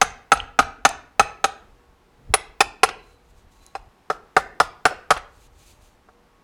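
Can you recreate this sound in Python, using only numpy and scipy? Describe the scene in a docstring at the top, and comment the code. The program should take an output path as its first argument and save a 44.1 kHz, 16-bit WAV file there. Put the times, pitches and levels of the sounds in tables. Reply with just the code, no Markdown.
"""Mallet raps on an engine crankcase

A plastic mallet strikes an aluminium crankcase on a wooden block, at three spots in turn. Each impact
excites the damped modes of the case; loose studs and a puller rattle, rebounds tick, and the workshop
reverberates. A hand slides on the handle between the rounds, air rumbles round the microphone,
machines hum far off, and the loudest raps overload the recorder."""
import sys
import numpy as np
from scipy import signal
from scipy.fft import rfft, irfft, next_fast_len
from scipy.io import wavfile
from scipy.ndimage import uniform_filter1d, map_coordinates

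SR = 44100
rng = np.random.default_rng(int(sys.argv[2]) if len(sys.argv) > 2 else 0)


def put_to_file(sound):
    """Save the sound as 16-bit audio at rate SR, in the file named by the first command-line argument."""
    columns = np.atleast_2d(sound).T  # one column per channel
    safe = np.clip(columns, -1, 1)
    whole_steps = np.round(safe * 32767)
    wavfile.write(sys.argv[1], SR, whole_steps.astype(np.int16))


N = 283665

# mallet blows: start_s, level_db, then relative to it: hardness_db, fullness_db, rattle_db, jingle_db
BLOWS = [(0.013, 4, 4.5, -10, -8, -25), (0.317, 5.5, 4.5, -8, -13, -22), (0.588, 5, 3.5, -6.5, -13, -33),
         (0.849, 5, 5.5, -11, -9, -29), (1.194, 4, 7, -6.5, -12.5, -30.5), (1.44, -3, 6.5, -5, -6, -23),
         (2.337, -1, -2, -1.5, -5.5, 1), (2.604, 1.22, 9, -2.5, -4.5, -13), (2.831, 1.5, 6.5, -3.5, -7, -9),
         (3.75, -18, 3.5, -3.5, -19, -56), (4.099, -5.5, -1.7, 3, -22, -50),
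         (4.364, 3, 0.8, -4, -19.5, -28), (4.599, 3.5, .6, -1.1, -15.5, -30.5),
         (4.852, 4.5, -0.36, -4, -14.5, -23), (5.104, 5, -3, -5, -12.5, -24),
         (6.085, -38.5, -7, 1.52, -36, -45)]
# the mallet moves on to the second and third spot: start_s
SPOT_CHANGES = [2, 3.9]
# what a blow shakes, relative to its level, one row a spot: thump_db, chatter_db, shudder_db
COUPLING = [(-31, -36, -44), (-40, -33, -49), (-30, -32.5, -48)]


def amp(db):
    """Amplitude ratio of a level in decibels."""
    return 10 ** (np.asarray(db) / 20)


def unit(x):
    """Normalisation to an rms of 1."""
    return x / np.sqrt(np.mean(x ** 2) + 1e-20)


def along(points, hz):
    """Interpolation of (frequency_hz, value) points on a logarithmic frequency axis."""
    knots_hz, values = np.transpose(points)
    return np.interp(np.log(hz + 1), np.log(knots_hz + 1), values)


def filtered(x, response):
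    """Linear filtering: the spectrum of x times a frequency response."""
    size = next_fast_len(len(x) + 8192)
    return irfft(rfft(x, size) * response(np.fft.rfftfreq(size, 1 / SR)), size)[:len(x)]


def hiss(spectrum, size):
    """Spectrally shaped Gaussian noise of rms 1."""
    return unit(filtered(rng.standard_normal(size), lambda hz: amp(along(spectrum, hz))))


def wobble(rate_hz):
    """Random modulation: a spline through rate_hz random knots a second."""
    knots = rng.standard_normal(int(N * rate_hz / SR) + 4)
    return map_coordinates(knots, [np.arange(N) * rate_hz / SR])


def swells(rows):
    """Summed envelopes with exponential flanks: 20 dB gained per rise_s, lost per fall_s."""
    t = np.arange(0, N / SR, 1e-3)
    gain = sum(amp(db - 20 * np.maximum((peak_s - t) / rise_s, 0)
                   - 20 * np.maximum((t - peak_s - hold_s) / fall_s, 0))
               for peak_s, db, hold_s, rise_s, fall_s in rows)
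    return np.interp(np.arange(N) / SR, t, gain)


def add(track, start_s, x):
    """Superposition of x on track from start_s on."""
    part = track[round(start_s * SR):][:len(x)]
    part += x[:len(part)]


def ring(hz, t60, db, t, scatter_db, waver):
    """Damped modes; loose joints give each phase a random walk of waver radians per root millisecond."""
    gain = amp(db + scatter_db * rng.standard_normal(len(hz)))
    walk = np.cumsum(rng.standard_normal((len(hz), len(t))), axis=1) / np.sqrt(SR / 1000)
    wander = uniform_filter1d(waver[:, None] * walk, size=40, axis=1)
    return gain @ (amp(-60 * t / t60[:, None]) * np.sin(2 * np.pi * hz[:, None] * t + wander))


def room(x, wet_db, knock_t60=.039, late_share=.35):
    """Reverberation: x plus a diffuse tail that builds up and then decays fastest in the treble."""
    # reverberation time of the workshop: frequency_hz, t60_s
    decay_times = [(150, 0.98), (700, 0.44), (2000, 0.47), (5000, 0.36), (10000, 0.24), (15000, 0.03)]
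    hz, t, spectra = signal.stft(rng.standard_normal(SR * 3 // 4), SR, nperseg=256)
    tail = signal.istft(spectra * amp(-60 * t / along(decay_times, hz)[:, None]), SR, nperseg=256)[1]
    tail *= 1 - np.exp(-np.arange(len(tail)) / SR / 0.012)
    # the walls get mostly the broad first knock; the later ring stays close to the case
    knock = x * (late_share + amp(-60 * np.arange(len(x)) / SR / knock_t60))
    wet = amp(wet_db) * signal.fftconvolve(knock, tail / np.linalg.norm(tail))
    return wet + np.pad(x, (0, len(wet) - len(x)))


def workshop():
    """Ambient noise: broadband room tone under machine tones that drift in amplitude and phase."""
    # room tone: frequency_hz, density_db
    spectrum = [(59, -37), (100, -10.5), (178, -3), (285, -3.5), (331, -7), (360, -2.5), (446, -6.5),
                (486, -6.5), (564, -10.5), (778, -5), (2360, -16.5), (15100, -35), (16500, -45)]
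    # distant machines: pitch_hz, level_db
    machines = [(479.1, -71.5), (597.5, -75.5), (764.4, -81), (882.9, -85), (1104, -74), (5265, -90.5),
                (12021, -101.5)]
    t = np.arange(N) / SR
    hum = sum(amp(db + 4.1 * wobble(6)) * np.sin(2 * np.pi * hz * t + .8 * wobble(5))
              for hz, db in machines)
    return amp(-60 + .7 * wobble(3)) * hiss(spectrum, N) + hum


def rumble():
    """Low-frequency noise at the microphone from airflow, handling and the stand shuddering at blows."""
    # air moving round the microphone: time_s, level_db
    airflow = [(0, -65), (2.0, -67), (2.25, -60), (2.9, -63), (3.2, -55), (3.75, -59), (4.0, -65),
               (5.0, -68), (5.3, -57.5), (5.7, -54.5), (6.43, -65)]
    # handling bumps: peak_s, level_db, hold_s, rise_s, fall_s
    bumps = [(.42, -50.5, 0.021, .08, 0.037), (1.72, -52, 0.009, 0.093, 0.056),
             (1.89, -50, .01, 0.037, .05), (2.31, -36, .015, .06, .06), (3.46, -54.5, .01, .1, 0.067),
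             (3.83, -48.5, 0.017, .09, 0.077), (5.47, -52.5, 0.0193, .15, 0.058)]
    # the rumble's colour: frequency_hz, density_db
    spectrum = [(15, -11), (35, 3.5), (70, -2.5), (140, -12.5), (300, -59), (900, -89)]
    draught = amp(np.interp(np.arange(N) / SR, *np.transpose(airflow), left=-200, right=-200))
    rise_s, fall_s = .025, .17
    shudders = []
    for start_s, db, *_ in BLOWS:
        *_, shudder_db = COUPLING[np.searchsorted(SPOT_CHANGES, start_s)]
        shudders.append((start_s + rise_s, db + shudder_db, 0, rise_s, fall_s))
    lumpy_noise = unit(amp(2.1 * wobble(18)) * hiss(spectrum, N))
    return (draught + swells(bumps) + swells(shudders)) * lumpy_noise


def air_push():
    """A pressure transient: one push of air on the microphone, in three alternating lobes."""
    centre_s, width_s = 2.306, 0.00368
    u = (np.arange(N) / SR - centre_s) / width_s
    rebound = 0.41 * np.exp(-.6 * (u - 2.1) ** 2) - .2 * np.exp(-.4 * (u - 4.5) ** 2)
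    return amp(-21.5) * (rebound - np.exp(-2.2 * u ** 2))


def arm_swish():
    """Flow noise: the moving arm stirs the air."""
    # the arm coming and passing: peak_s, level_db, hold_s, rise_s, fall_s
    sweeps = [(2.2, -61, .06, .1, 0.05027), (2.296, -41, .01, 0.028, .05)]
    return swells(sweeps) * hiss([(60, -15), (130, -1), (300, -19.0), (600, -20.5), (1500, -90)], N)


def whistle():
    """Narrow-band noise, heard twice as a faint whistle."""
    # whistles: peak_s, level_db, hold_s, rise_s, fall_s
    whistles = [(2.95, -67, .1, .03, .3), (3.66, -63, .02, .13, .1)]
    pitch_hz, half_width_hz = 4020, 45
    band = lambda hz: 1 / (1 + ((hz - pitch_hz) / half_width_hz) ** 2)
    return swells(whistles) * unit(filtered(rng.standard_normal(N), band))


def hand_slide():
    """Friction noise: skin hisses unevenly along the varnished handle."""
    # strokes of the hand: peak_s, level_db, hold_s, rise_s, fall_s
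    strokes = [(3.082, -67, 0.051, 0.2, 0.05), (3.3, -70, .01, 0.12, 0.01),
               (3.382, -65.5, .02, 0.0946, 0.05), (3.526, -65, 0.0096, .025, .09),
               (3.625, -63.5, .02, 0.09, 0.2), (5.43, -61, .04, 0.2, 0.0136),
               (5.59, -62.5, 0.036, 0.07, 0.14), (5.67, -58, 0.0395, .14, 0.09),
               (5.825, -61.5, .05, 0.03, 0.1)]
    # skin on varnish: frequency_hz, density_db
    spectrum = [(1060, -50), (1800, -27), (2400, -3.5), (3290, -7.5), (4070, -4), (5420, -10), (6350, -4),
                (15200, -18), (16000, -19.5), (16500, -38.5)]
    return swells(strokes) * amp(1.3 * wobble(60)) * hiss(spectrum, N)


def rebounds():
    """Secondary impacts: short knocks and ticks, mostly just after a blow, each a damped noise burst."""
    # second knocks and ticks: start_s, level_db, pitch_hz, spread_octaves, t60_s
    impacts = [(0.373, -33, 3940, 0.65, 0.033), (.4015, -14, 2890, 0.11, 0.013),
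               (.627, -20.5, 1500, 0.98, 0.014), (.890, -24, 7496, .8, .02), (.910, -17, 883, 0.41, 0.021),
               (1.256, -48, 1200, 0.84, 0.012), (2.888, -21, 801, 1.6, .05),
               (3.665, -29.5, 8490, 0.71, 0.003), (4.388, -23.5, 1210, .5, .03),
               (4.908, -26, 550, .5, 0.081), (5.165, -24.5, 998, 1.11, 0.081),
               (5.175, -32, 9200, .4, 0.0086)]
    out, t = np.zeros(N), np.arange(SR // 10) / SR
    for start_s, db, hz, octaves, t60 in impacts:
        band = lambda f: np.exp(-.5 * (np.log2((f + 1) / hz) / octaves) ** 2) / (1 + (f / 10500) ** 6)
        envelope = amp(-60 * t / t60) * (1 - np.exp(-t * hz / 1.2))
        burst = envelope * unit(filtered(rng.standard_normal(len(t)), band))
        add(out, start_s, amp(db) * room(burst, wet_db=-24))
    return out


def loose_studs(t, rattle_db, chatter_db):
    """Contact noise: washers and studs rattle briefly and go on chattering in uneven knocks."""
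    # first rattle: frequency_hz, density_db
    rattle_spectrum = [(200, -62), (600, -33), (1500, 2), (3000, -4), (5500, -8.5), (8500, -12.5),
                       (11000, -21), (14000, -31.5), (16500, -33.5)]
    # longer chatter: frequency_hz, density_db
    chatter_spectrum = [(1000, -33.5), (2500, -1), (6000, -6.5), (10500, -14), (13000, -23), (16000, -26.5),
                        (17000, -58)]
    rattle = amp(rattle_db - 60 * t / 0.044) * hiss(rattle_spectrum, len(t))
    knocks = np.interp(t * 300, np.arange(60), rng.standard_normal(60))  # 300 new levels a second
    chatter = amp(chatter_db + 2.1 * knocks - 60 * t / 0.15) * hiss(chatter_spectrum, len(t))
    return rattle + chatter


def puller_jingle(t, spot):
    """Coupled vibration: the knock passes through the threads and rings the puller's steel rods."""
    # rod modes: pitch_hz, t60_s, level_db
    modes = [(9890, 0.045, -4), (10160, 0.025, -5), (10860, 0.029, -5.5)]
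    # lag of the rods behind the blow, one a spot: delay_s
    lags = [0.016, 0.0035, .01]
    rods = ring(*np.transpose(modes), t, scatter_db=1.0, waver=np.full(len(modes), 1.1))
    onset = 1 - np.exp(-t / 0.0024)
    return np.pad(rods * onset, (round(lags[spot] * SR), 0))[:len(t)]


def case_ring(t, spot, hardness_db, fullness_db):
    """Modal vibration: the point of impact sets how strongly each mode of the crankcase is excited."""
    # case modes: pitch_hz, t60_s, first_spot_db, second_spot_db, third_spot_db
    modes = [(269, 0.11, -11.5, -36, -22), (441.3, 0.066, -3, -1.5, -5), (586, 0.095, -9.5, -7.5, -9),
             (748, 0.084, -9, -11, -3.5), (789.1, 0.075, -0.8, 2, -7.5), (895, 0.072, -10.5, -9.5, -8),
             (1063, 0.051, -10, -2, -9), (1157, .06, -10, -3.5, -4.5), (1276.8, 0.08, -0.77, -7.5, -4.5),
             (1386.4, 0.11, -8.5, -10, -4.5), (1524.5, 0.04, -4, -4, -3), (1665.6, .05, -15, -11, -9),
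             (1810, 0.069, -18.5, -11.5, -14), (2036, 0.04, -16, -9.5, -13.5),
             (2240, 0.031, -11.5, -13, -16), (2527, 0.029, -9, -4.5, -18.5),
             (2890, 0.014, -29.5, -7, -16.5), (3560, 0.013, -25.5, -23.5, -9),
             (4090, 0.076, -28.5, -20.5, -23.5), (4960, 0.031, -32.5, -18.5, -30),
             (5200, 0.086, -33.5, -21, -19.5), (6334, 0.053, -15, -30, -32.5), (6970, .04, -24.5, -24, -29),
             (8260, 0.08, -32, -29, -29)]
    # damping as the case drops back on hand and block, one row a spot: delay_s, gain_db
    chokes = [(.024, -22), (0.022, -12), (0.022, -10)]
    hz, t60, *spot_db = np.transpose(modes)
    choke_s, choke_db = chokes[spot]
    damping = amp(choke_db / (1 + np.exp(-(t - choke_s) / 0.001)))
    # a hard, glancing blow feeds the high modes, a flat and full one the low modes
    strength_db = spot_db[spot] + hardness_db * np.clip(np.log2(hz / 1500), 0, 1)
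    strength_db += fullness_db * np.clip(2 * np.log2(760 / hz), 0, 1)
    ringing = ring(hz, t60, strength_db, t, scatter_db=2.5, waver=0.32 * (hz / 1000) ** 0.62)
    return amp(-7.5) * damping * ringing


def mallet_blows():
    """Impact excitation: each blow rings the case, shakes its loose parts and thumps the bench."""
    # sound sent to the walls, one row a spot: wet_db, knock_t60_s, late_share
    walls = [(-17, .036, 0.32), (-9.5, .014, 0.09), (-9, 0.016, 0.09)]
    thump_hz, thump_t60_s = 158.9, .1
    out, t = np.zeros(N), np.arange(SR // 6) / SR
    contact = 1 - np.exp(-(t / 0.0022) ** 5)  # the plastic face flattens before the force peaks
    for start_s, db, hardness_db, fullness_db, rattle_db, jingle_db in BLOWS:
        spot = np.searchsorted(SPOT_CHANGES, start_s)
        thump_db, chatter_db, _ = COUPLING[spot]
        case = case_ring(t, spot, hardness_db, fullness_db)
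        studs = loose_studs(t, rattle_db, chatter_db)
        jingle = amp(jingle_db) * puller_jingle(t, spot)
        thump = amp(thump_db - 60 * t / thump_t60_s) * np.sin(2 * np.pi * thump_hz * t)
        add(out, start_s, amp(db) * room(contact * (case + studs + jingle + thump), *walls[spot]))
    return out


def scene():
    """Superposition of all sources at one microphone."""
    work = mallet_blows() + rebounds() + whistle() + hand_slide() + arm_swish()
    return (work + air_push() + rumble() + workshop())[None]


def record(dry):
    """Saturation and band limiting: the input stage flattens the loudest peaks and cuts the top treble."""
    ceiling, top_hz = .97, 16500
    soft = dry[0] / (1 + np.abs(dry[0] / ceiling) ** 5) ** (1 / 5)
    return filtered(soft, lambda hz: hz < top_hz)[None]


dry = scene()
out = record(dry)
put_to_file(out)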